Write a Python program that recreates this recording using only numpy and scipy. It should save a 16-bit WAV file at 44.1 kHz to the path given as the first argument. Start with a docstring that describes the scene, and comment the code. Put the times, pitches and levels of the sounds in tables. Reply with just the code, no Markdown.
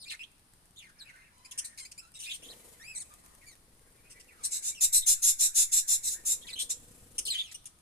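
"""An outdoor aviary, where a flock of budgerigars feeds on the floor.
A vibrating membrane in each bird's voice box makes gliding chirps and short reedy chips; one bird
scolds in shrill, rasping squawks that ring its throat. Wings whirr as they push the air, beaks tick
on the concrete, and floor and walls throw every call back. Behind it all are a steady hush,
a low draught, birds warbling further off and two faint, thin tones."""
import sys
import numpy as np
from scipy import signal
from scipy.fft import rfft, irfft
from scipy.io import wavfile
from scipy.ndimage import uniform_filter1d

SR = 44100
rng = np.random.default_rng(int(sys.argv[2]) if len(sys.argv) > 2 else 0)


def transcribe(u):
    """Save the signal u as a 16-bit wav file named by the first command-line argument.

    u: samples, shape (n,) or (channels, n), limited to [-1, 1]; the rate is SR.
    q: integer samples, one column per channel.
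    """
    v = np.clip(np.atleast_2d(u).T, -1, 1)
    q = np.round(v * 32767).astype(np.int16)
    wavfile.write(sys.argv[1], SR, q)


N = 344421


def amp(db):
    return 10 ** (np.asarray(db) / 20)


def unit_level(x):
    return x / np.sqrt(np.mean(x ** 2) + 1e-20)


def curve_at(points, hz):
    """Reads a curve of (Hz, value) points at the given frequencies."""
    point_hz, value = np.transpose(points)
    return np.interp(np.log(hz + 1), np.log(point_hz + 1), value)


def add(mix, start, sound):
    """Mixes a sound in at a start time in seconds."""
    part = mix[..., max(round(start * SR), 0):][..., :sound.shape[-1]]
    part += sound[..., :part.shape[-1]]


def coloured(x, spectrum):
    """Filters x by a curve of (Hz, dB) points and brings it to level 1."""
    n = x.shape[-1]
    return unit_level(irfft(rfft(x) * amp(curve_at(spectrum, np.fft.rfftfreq(n, 1 / SR))), n))


def wobble(n, hz):
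    """Smooth random motion, mostly slower than hz."""
    padded = n + SR // 8
    lowpass = 1 + (np.fft.rfftfreq(padded, 1 / SR) / hz) ** 4
    return unit_level(irfft(rfft(rng.standard_normal(padded)) / lowpass))[:n]


def gate(t, length, rise, fall):
    """Opens over rise seconds and shuts around the given length."""
    fade_in = np.sin(np.pi / 2 * np.clip(t / rise, 0, 1))
    fade_out = np.sin(np.pi / 2 * np.clip((length - t) / fall + .5, 0, 1)) ** 2
    return fade_in * fade_out


def voice_box(hz, rough, overtones_db, flutter_hz=600, throat_hz=8200, throat_width_hz=1700):
    """A membrane vibrates; roughness shakes its pitch and strength, and the throat favours high tones."""
    # Each row: frequency in Hz, boost in dB for an overtone there.
    overtone_curve = [(1000, -45), (2200, 8.5), (3300, 2), (4700, 3.5), (6200, 1), (8300, -5), (9700, 0),
                      (11000, -12), (14000, -13.5)]
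    pitch = hz * np.exp(.16 * rough * wobble(len(hz), flutter_hz))
    phase = 2 * np.pi * np.cumsum(pitch) / SR
    voice = np.sin(phase)
    for k in range(2, 12):
        resonance = np.exp(-((k * hz - throat_hz) / throat_width_hz) ** 2)
        throat_db = .9 * max(overtones_db, 6) * (resonance - .9)
        strength = amp(overtones_db + throat_db + curve_at(overtone_curve, k * hz))
        voice += strength * (k * pitch < SR / 2) * np.sin(k * phase)
    return unit_level(voice * np.exp(rough * wobble(len(hz), flutter_hz)))


def aviary(x, near_db, far_db, moved=0., near_decay_s=0.13, far_decay_s=0.7):
    """Adds hard echoes that shift with the bird's place, a quick scatter in the cage and a longer tail."""
    # Each row: delay in seconds, left gain, right gain.
    echoes = [(.0011, 1, -0.15), (.0024, -0.099, 0.51), (.0049, 0.89, 0.38), (.0066, 0.21, 0.46),
              (.0092, -0.039, -0.86)]
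    t = np.arange(SR // 2) / SR
    response = np.zeros((2, len(t)))
    response[0, 20] = response[1, 0] = 1  # the direct sound reaches the right side first
    for delay, left, right in echoes:
        response[:, round(delay * np.exp(moved * rng.uniform(-1, 1)) * SR)] += left, right
    for db, decay_s, build_s in ((near_db, near_decay_s, .004), (far_db, far_decay_s, .02)):
        bounces = rng.choice([-1., 1.], response.shape) * (rng.random(response.shape) < .15)
        tail = bounces * amp(-60 * t / decay_s) * np.minimum(t / build_s, 1)
        response += amp(db) * tail / np.linalg.norm(tail, axis=1, keepdims=True)
    echoing = signal.fftconvolve(x[None], response, axes=1)
    return echoing * np.linalg.norm(x) / np.linalg.norm(echoing, axis=1, keepdims=True)


def air(hush_db=-64):
    """A steady outdoor hush, alike on both sides in the bass, and a low draught on the microphones."""
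    # Each row: frequency in Hz, relative level of the hush in dB.
    hush_colour = [(20, 1), (45, 0.5), (110, -3), (220, -6.5), (450, -15), (1200, -14.5), (2500, -20.5),
                   (5000, -19), (7000, -24), (9500, -13), (11500, -24), (14000, -26.5)]
    # Each row: frequency in Hz, how alike left and right are (1 the same, 0 unrelated).
    likeness = [(50, 0.7), (200, 0.93), (500, 0.82), (1200, -0.13), (4000, 0), (12000, 0)]
    # Each row: time in seconds, level of the draught in dB.
    draught_levels = [(0, -77), (2.2, -76.5), (2.498, -69.5), (4.699, -68.5), (5.85, -71), (6.1, -58.5),
                      (6.6, -65), (7.22, -58.5), (7.4, -67.5), (7.8, -73)]
    left, unrelated, buffeting = rng.standard_normal((3, N))
    alike = curve_at(likeness, np.fft.rfftfreq(N, 1 / SR))
    right = irfft(alike * rfft(left) + np.sqrt(1 - alike ** 2) * rfft(unrelated), N)
    hush = amp(hush_db + .4 * wobble(N, 3)) * coloured(np.array([left, right]), hush_colour)
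    times, db = np.transpose(draught_levels)
    draught = coloured(buffeting, [(15, -0.5), (35, 0.5), (110, -8), (250, -31.5), (1000, -76)])
    return hush + draught * amp(np.interp(np.arange(N) / SR, times, db))


def chirps(swell_db=7, fade_db=10.5, quaver_db=2.0, warble_octaves=.12, warble_hz=65, nearby_db=-48):
    """Whistles glide along an arch, swell and fade; faint ones come from further off, with more echo."""
    # Each row: start and length in seconds, first and last pitch in Hz, arch in octaves, level in dB,
    # loudest point as a share of the length, roughness from 0 to 1, overtone boost in dB.
    notes = [(0, 0.048, 4860, 3610, 0.093, -45.5, 1, .42, -1.5),
             (0.054, 0.068, 2250, 2530, 0.18, -48, .3, 0.21, -3),
             (0.08, 0.051, 4750, 3920, -0.18, -41.5, 0.96, 0.45, -17),
             (0.102, .05, 3077, 2023, -.08, -38, 0.11, 0.52, -9.5),
             (0.193, .03, 2646, 2883, -.12, -40, 0.69, 0.16, -13.5),
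             (0.226, 0.016, 2620, 3660, 0.024, -40, 0.59, 0.25, -15),
             (0.76, 0.04, 3240, 2860, 0.29, -49, 0.79, 0.22, -2.5),
             (0.79, .115, 3550, 1480, -0.079, -51.5, 0.045, 0.42, -11.5),
             (0.987, 0.051, 5570, 3945, -0.19, -46.5, 0.64, 0.21, -4),
             (1.054, 0.062, 2500, 1635, 0.17, -53.5, 0.69, 0.28, -12),
             (1.318, 0.26, 971, 995, 0.056, -62, 0.79, .15, -11),
             (2.012, 0.082, 1456, 1537, -0.17, -58.5, .35, 0.13, -7),
             (2.149, 0.064, 3760, 3900, -0.053, -50, 0.084, 0.27, 0),
             (2.226, 0.047, 3060, 3680, 0.092, -41, 0.33, 0.54, -5),
             (2.258, 0.06, 2306, 2386, 0.18, -39.5, 0.54, 0.23, -7.5),
             (2.295, 0.065, 3480, 2976, -0.012, -38, 0.19, .5, -7.5),
             (2.421, 0.054, 2530, 3360, 0.19, -48.5, .5, 0.44, -3),
             (2.482, 0.054, 3130, 2680, 0.47, -47.5, 0.49, 0.26, -7),
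             (2.797, 0.049, 1760, 2354, -0.11, -49, 0.53, 0.15, -8),
             (2.839, 0.12, 2235, 2166, .24, -45.5, 0.3, 0.07, -9),
             (2.949, 0.033, 2160, 2000, -0.1, -34.5, 0.92, 0.18, 27),
             (2.972, 0.054, 2076, 1618, 0.26, -40, 0.91, 0.19, 24.5),
             (3.1, 0.045, 1224, 1088, 0.0028, -55, 0.27, 0.38, -12.5),
             (3.228, 0.15, 1046, 1130, 0.12, -63.5, 0.19, 0.73, -13),
             (3.411, 0.044, 2400, 1810, 0.015, -56, 0.36, 0.42, -15),
             (3.463, 0.073, 2330, 1778, 0.11, -51, 0.32, 0.15, 4.5),
             (4.272, 0.062, 3070, 1690, 0, -59, 0.97, 0.24, -14),
             (4.374, 0.067, 1534, 1087, -0.13, -57.5, 0.85, 0.3, -7),
             (4.746, 0.09, 3116, 2680, -.14, -46.5, 0.073, 0.19, 0),
             (5.016, .035, 3730, 3680, 0, -38, 0.47, 0.12, -16),
             (5.056, 0.018, 2280, 2200, -0.073, -52, .5, 0.25, -29),
             (6.413, 0.034, 3460, 3670, -0.031, -48, .5, 0.42, -12),
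             (6.444, 0.02, 1925, 1930, 0.018, -54, .45, 0.16, -15),
             (6.468, 0.07, 4020, 1876, -0.18, -42.5, 0.059, 0.57, -5),
             (6.494, 0.024, 4780, 3780, -0.089, -40, 0.59, .35, -1),
             (6.528, 0.022, 4050, 4060, 0.0016, -37, 0.54, 0.19, -4),
             (6.555, .075, 3210, 3790, -0.078, -33.5, 0.91, .3, -11),
             (7.251, .048, 5140, 4380, -0.23, -32.5, .3, 0.6, 6),
             (7.274, .022, 3010, 2993, 0.015, -31, 0.41, 0.04, -14),
             (7.302, .04, 4100, 3500, .04, -27, 0.12, .2, -6.5),
             (7.315, 0.12, 2400, 2275, -0.024, -43, 0.098, 0.6, 1.5),
             (7.344, 0.025, 2983, 3075, 0.054, -28, 0.43, 0.12, -20),
             (7.372, 0.054, 3124, 3425, .07, -29, 0.46, .26, -17.5),
             (7.428, 0.084, 3440, 2290, 0.048, -46, 0.1, .33, -4.5)]
    out = np.zeros((2, N))
    for start, length, first_hz, last_hz, arch, db, crest, rough, overtones_db in notes:
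        t = np.arange(0, length + 0.0028, 1 / SR)
        progress = np.minimum(t / length, 1)
        bend = arch * (1 - (2 * progress - 1) ** 2) + warble_octaves * rough * wobble(len(t), warble_hz)
        pitch = first_hz * (last_hz / first_hz) ** progress * 2 ** bend
        effort_db = db - np.interp(progress, [0, crest, 1], [swell_db, 0, fade_db])
        level = amp(effort_db + quaver_db * wobble(len(t), 84)) * gate(t, length, 0.00035, 0.0017)
        voice = level * voice_box(pitch, rough, overtones_db)
        distance_db = 0.94 * max(nearby_db - db, 0)
        add(out, start, aviary(voice, near_db=distance_db - 7, far_db=distance_db - 16, moved=.3))
    return out


def squawks(pulse_hz=168, jitter=.14, leak=.35, hiss_db=-3, ring_db=4, close_s=0.035):
    """Uneven pulses of whistle and hiss ring the throat, whose pitch arches as the beak opens."""
    # Each row: start and length in seconds, level in dB, throat resonance in Hz,
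    # treble lift in dB per half octave above that resonance, swell time in seconds.
    calls = [(0.097, 0.027, -44, 8400, 3, 0.009), (1.641, 0.015, -35.5, 9090, 3, 0.0065),
             (2.218, 0.035, -43, 8760, 7, 0.011), (2.325, 0.035, -42, 8900, 7, 0.0093),
             (4.431, 0.03, -26.5, 8600, 3, 0.021), (4.503, 0.072, -30, 7750, 3.5, 0.033),
             (4.613, 0.087, -29, 7400, 2.5, 0.072), (4.803, 0.0517, -17.5, 7530, 6.5, 0.025),
             (4.921, 0.062, -16, 8030, 9.5, 0.023), (5.058, 0.073, -17.5, 7235, 5.5, 0.022),
             (5.217, 0.09, -18.5, 7190, 6, 0.021), (5.385, .082, -19.5, 7460, 5.5, 0.028),
             (5.542, .089, -17.5, 7184, 6, 0.037), (5.714, .081, -19.5, 7490, 5.5, 0.017),
             (5.872, .081, -20.5, 7290, 6.5, 0.028), (6.023, 0.068, -25, 7780, 6, .055),
             (6.091, 0.051, -30.5, 7170, 5.5, .02), (6.247, .085, -23.5, 7390, 7, .03),
             (6.586, .039, -30, 8680, 6, 0.009), (6.691, 0.026, -25.5, 7630, 3.5, 0.014)]
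    # Each row: frequency in Hz, boost of the rasp in dB.
    rasp_colour = [(500, -26), (1200, -27.5), (2400, -11), (3000, -8), (3650, -6), (4200, -0.5),
                   (4600, -7.5), (5000, 0), (5500, 5), (7200, 4.5), (9200, 2.5), (11000, -8), (14000, -22)]
    out = np.zeros((2, N))
    hz = np.geomspace(400, SR / 2, num=200)
    hollow_db = -11 * np.exp(-((hz - 3180) / 230) ** 2)  # a narrow dip that makes the rasp sound hollow
    for start, length, db, throat_hz, treble_db, swell_s in calls:
        t = np.arange(0, length + close_s, 1 / SR)
        n = len(t)
        cycle = np.cumsum(pulse_hz * np.exp(jitter * wobble(n, 306))) / SR % 1
        puffs = np.exp(-cycle / 0.43) * np.minimum(cycle / 0.085, 1)
        pulses = (puffs + leak) * amp(1.4 * wobble(n, 200))
        opening = np.sin(np.pi * t / t[-1])
        # The pitch rises with the beak, falls within each pulse and wanders a little.
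        ring_hz = throat_hz * (1 + .11 * (opening - .85) + .14 * (.35 - cycle) + 0.0427 * wobble(n, 870))
        phase = np.pi * np.cumsum(ring_hz) / SR  # the membrane swings an octave under the throat
        whistle = sum(gain * np.sin(k * phase) for k, gain in enumerate([0.68, 1, 0.96, 1.07], 1))
        octaves = np.log2(hz / throat_hz)
        colour_db = curve_at(rasp_colour, hz) + 2 * treble_db * np.maximum(octaves, 0) + hollow_db
        throat_db = ring_db * np.exp(-(octaves / .09) ** 2)
        rasp = coloured(pulses * whistle, np.c_[hz, colour_db + throat_db])
        hiss = amp(hiss_db) * coloured(pulses * rng.standard_normal(n), np.c_[hz, colour_db])
        call = amp(db) * unit_level(rasp + hiss) * gate(t, length, swell_s, min(close_s, length / 2))
        add(out, start, aviary(call, near_db=4.5, far_db=-14.5, moved=.01))
    return out


def pecking(decay_s=0.0014, husk_db=-60, husk_count=60):
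    """Beaks and claws tick on the concrete close by, and seed husks crack faintly at random."""
    # Each row: start in seconds, strength of the tick in dB.
    ticks = [(.381, -60), (.395, -56), (0.536, -51.5), (1.381, -57), (2.119, -52), (3.139, -46),
             (3.262, -49), (3.351, -50), (3.554, -52), (6.212, -56), (7.643, -52)]
    # Each row: frequency in Hz, relative level of a click in dB.
    click_colour = [(400, -10), (1500, -9), (5000, -11), (9500, 1.5), (14000, -14)]
    taps, t = np.zeros(N), np.arange(SR // 50) / SR
    husks = [(when * N / SR, husk_db + 8 * (force - .5)) for when, force in rng.random((husk_count, 2))]
    for start, db in ticks + husks:
        click = coloured(rng.standard_normal(len(t)), click_colour) * np.exp(-t / decay_s)
        add(taps, start, amp(db) * click)
    return taps + 0.74 * aviary(taps, near_db=-9, far_db=-32.5)[:, :N]


def distant_flock(count=420):
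    """Birds further off warble in spells: short soft glides, blurred by echoes."""
    # Each row: middle of a spell and half its length in seconds, level in dB.
    spells = [(1.137, 0.18, -60.5), (1.685, 0.14, -60.5), (2.694, 0.63, -68.5), (4.114, 0.11, -67.5),
              (4.607, 0.55, -63), (5.6, 0.52, -61), (6.17, 0.12, -61), (7.317, 0.17, -74)]
    out = np.zeros((2, N))
    for when, length, height, glide, size, side in rng.random((count, 6)):
        t = np.arange(0, .03 + 0.079 * length, 1 / SR)
        hz = (1450 + 1050 * height) * np.exp(.5 * (glide - .6) * t / t[-1])
        note = voice_box(hz, rough=.35, overtones_db=-16) * np.hanning(len(t)) * amp(7.8 * size)
        add(out, when * N / SR, note * np.array([[side], [1 - side]]))
    blurred = unit_level(sum(aviary(part, near_db=-8, far_db=0, moved=.2)[:, :N] for part in out))
    t = np.arange(N) / SR
    return blurred * sum(amp(db) * np.exp(-((t - middle) / half) ** 2) for middle, half, db in spells)


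def chips():
    """Very short notes from the voice box, reedy because their overtones are strong."""
    # Each row: start and length in seconds, first and last pitch in Hz, level in dB,
    # roughness (0 is smooth), overtone boost in dB.
    notes = [(1.447, 0.016, 2420, 2450, -49, 0.3, 4.5), (1.51, 0.017, 3120, 2930, -43, 0.65, 7),
             (1.577, 0.019, 2920, 3190, -31, 0.62, 19.5), (1.775, 0.029, 2097, 2390, -43, 0.65, 8),
             (1.798, 0.041, 1103, 1034, -46.5, 0, 21), (1.85, 0.014, 2070, 2530, -44.5, 0.27, 5.5),
             (1.914, 0.008, 2520, 2830, -44.5, 0.5, 12), (1.978, 0.021, 2280, 2636, -44, 0.1, 7.5),
             (2.14, 0.033, 2960, 2680, -50, 0.4, 14), (2.191, 0.03, 3140, 2900, -42.5, 0.56, 11),
             (4.098, 0.032, 2794, 2650, -50.5, 0.72, 13.5), (4.197, 0.014, 2610, 2720, -50.5, 0.7, 10),
             (7.181, 0.012, 2880, 3280, -26.5, 0.5, 16.5), (7.514, 0.015, 2100, 2210, -44, 0.93, 13),
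             (7.543, 0.013, 2800, 3000, -40, 0.34, 11), (7.655, 0.02, 3060, 2940, -44, 1.1, 17)]
    out = np.zeros((2, N))
    for start, length, first_hz, last_hz, db, rough, overtones_db in notes:
        t = np.arange(0, length + 0.0023, 1 / SR)
        pitch = first_hz + (last_hz - first_hz) * np.sin(np.pi / 2 * t / length)
        note = amp(db) * voice_box(pitch, rough, overtones_db) * gate(t, length, 0.00058, 0.0021)
        add(out, start, aviary(note, near_db=-2, far_db=-13, moved=.3))
    return out


def wings(puff_db=-4, cage_hz=484, cage_width_hz=35, cage_db=-14):
    """Each downstroke pushes a puff of air, rustles the feathers and sets the cage humming."""
    # Each row: start and length in seconds, base level in dB, beats a second,
    # pitch of the puff in Hz, rustle in dB above the base level.
    flights = [(2.389, 0.2, -57.5, 25.6, 400, 2.5), (2.49, 0.039, -59, 17, 450, -6),
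               (2.53, .27, -63, 19, 476, 7), (2.721, .9, -75.5, 26, 435, 13),
               (3.5, 1.42, -68.5, 19.8, 407, 2), (5.949, 0.84, -62, 23.3, 386, 5),
               (6.6, .6, -59, 28.7, 260, 1), (7.101, .23, -61, 20, 381, 5.5)]
    # Each row: frequency in Hz, relative level of the rustle in dB.
    feather_colour = [(30, -43), (200, -2), (600, -2.5), (1500, -8.5), (5000, -9), (9500, 0),
                      (14000, -12.5)]
    out = np.zeros((2, N))
    cage = signal.iirpeak(cage_hz, cage_hz / cage_width_hz, fs=SR)
    for start, length, db, beat_hz, puff_hz, rustle_db in flights:
        t = np.arange(0, length, 1 / SR)
        beats = np.cumsum(beat_hz * (1 + 0.23 * wobble(len(t), 10.9))) / SR
        strokes = unit_level(np.exp(.7 * np.sin(2 * np.pi * beats)))
        level = amp(db) * strokes * np.sqrt(np.sin(np.pi * t / length).clip(0))
        puff_colour = [(30, -14), (puff_hz / 3, -3), (puff_hz, 0), (puff_hz * 2, -15), (puff_hz * 10, -40)]
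        puffs, feathers = rng.standard_normal((2, len(t)))
        wide_puffs = puffs + .5 * rng.standard_normal((2, len(t)))
        add(out, start, amp(puff_db) * level * coloured(wide_puffs, puff_colour))
        rustle = amp(rustle_db) * level * coloured(feathers, feather_colour)
        add(out, start, aviary(rustle, near_db=16, far_db=6, moved=0.05))
        hum = signal.lfilter(*cage, np.pad(level * puffs, (0, SR // 8)))
        add(out, start, amp(db + cage_db) * unit_level(hum))
    return out


def distant_tones(waver=0.0049):
    """Thin, nearly steady tones drift in from far off."""
    # Each row: start and length in seconds, pitch in Hz, level in dB.
    tones = [(3.203, 1.1, 1095, -87), (6.546, 1.6, 1260, -84)]
    out = np.zeros((2, N))
    for start, length, hz, db in tones:
        t = np.arange(0, length, 1 / SR)
        tone = np.sin(2 * np.pi * np.cumsum(hz * (1 + waver * wobble(len(t), 20))) / SR)
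        swell = np.sqrt(np.sin(np.pi * t / length).clip(0))
        add(out, start, amp(db) * unit_level(tone * swell))
    return out


def scene():
    """The birds and the outdoor background, mixed in stereo."""
    birds = pecking() + chirps() + chips() + squawks() + distant_flock() + wings()
    return birds + distant_tones() + air()


def record(dry, threshold_db=-33, squeeze=0.17, recover_db_per_s=8, thump_hz=15, top_hz=14300):
    """Two microphones colour the treble; loud calls turn the gain down and distort into a faint thump."""
    # Each row: frequency in Hz, how many dB louder the left microphone opening is than the right.
    balance = [(1000, 0.5), (4000, -0.5), (5200, -0.5), (6500, -1.5), (7900, -2), (8900, 7), (10000, 7),
               (12000, 7.5), (14000, 10)]
    tilt_db = curve_at(balance, np.fft.rfftfreq(N, 1 / SR)) / 2
    heard = irfft(rfft(dry) * amp([tilt_db, -tilt_db]), N)
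    power = uniform_filter1d((heard ** 2).mean(0), size=1400)
    power_db = 10 * np.log10(abs(power) + 1e-12)
    recovery = np.arange(N) / SR * recover_db_per_s
    held_db = np.maximum.accumulate(power_db + recovery) - recovery  # jumps up, sinks slowly
    heard = heard * amp(-squeeze * np.maximum(held_db - threshold_db, 0))
    thump = signal.sosfilt(signal.butter(2, [4, thump_hz], "band", fs=SR, output="sos"), heard ** 2)
    heard = heard - thump * np.array([[1], [.4]])
    lowpass = signal.firwin(401, top_hz, window=("kaiser", 7), fs=SR)
    return signal.oaconvolve(heard, lowpass[None], "same")


dry = scene()
out = record(dry)
transcribe(out)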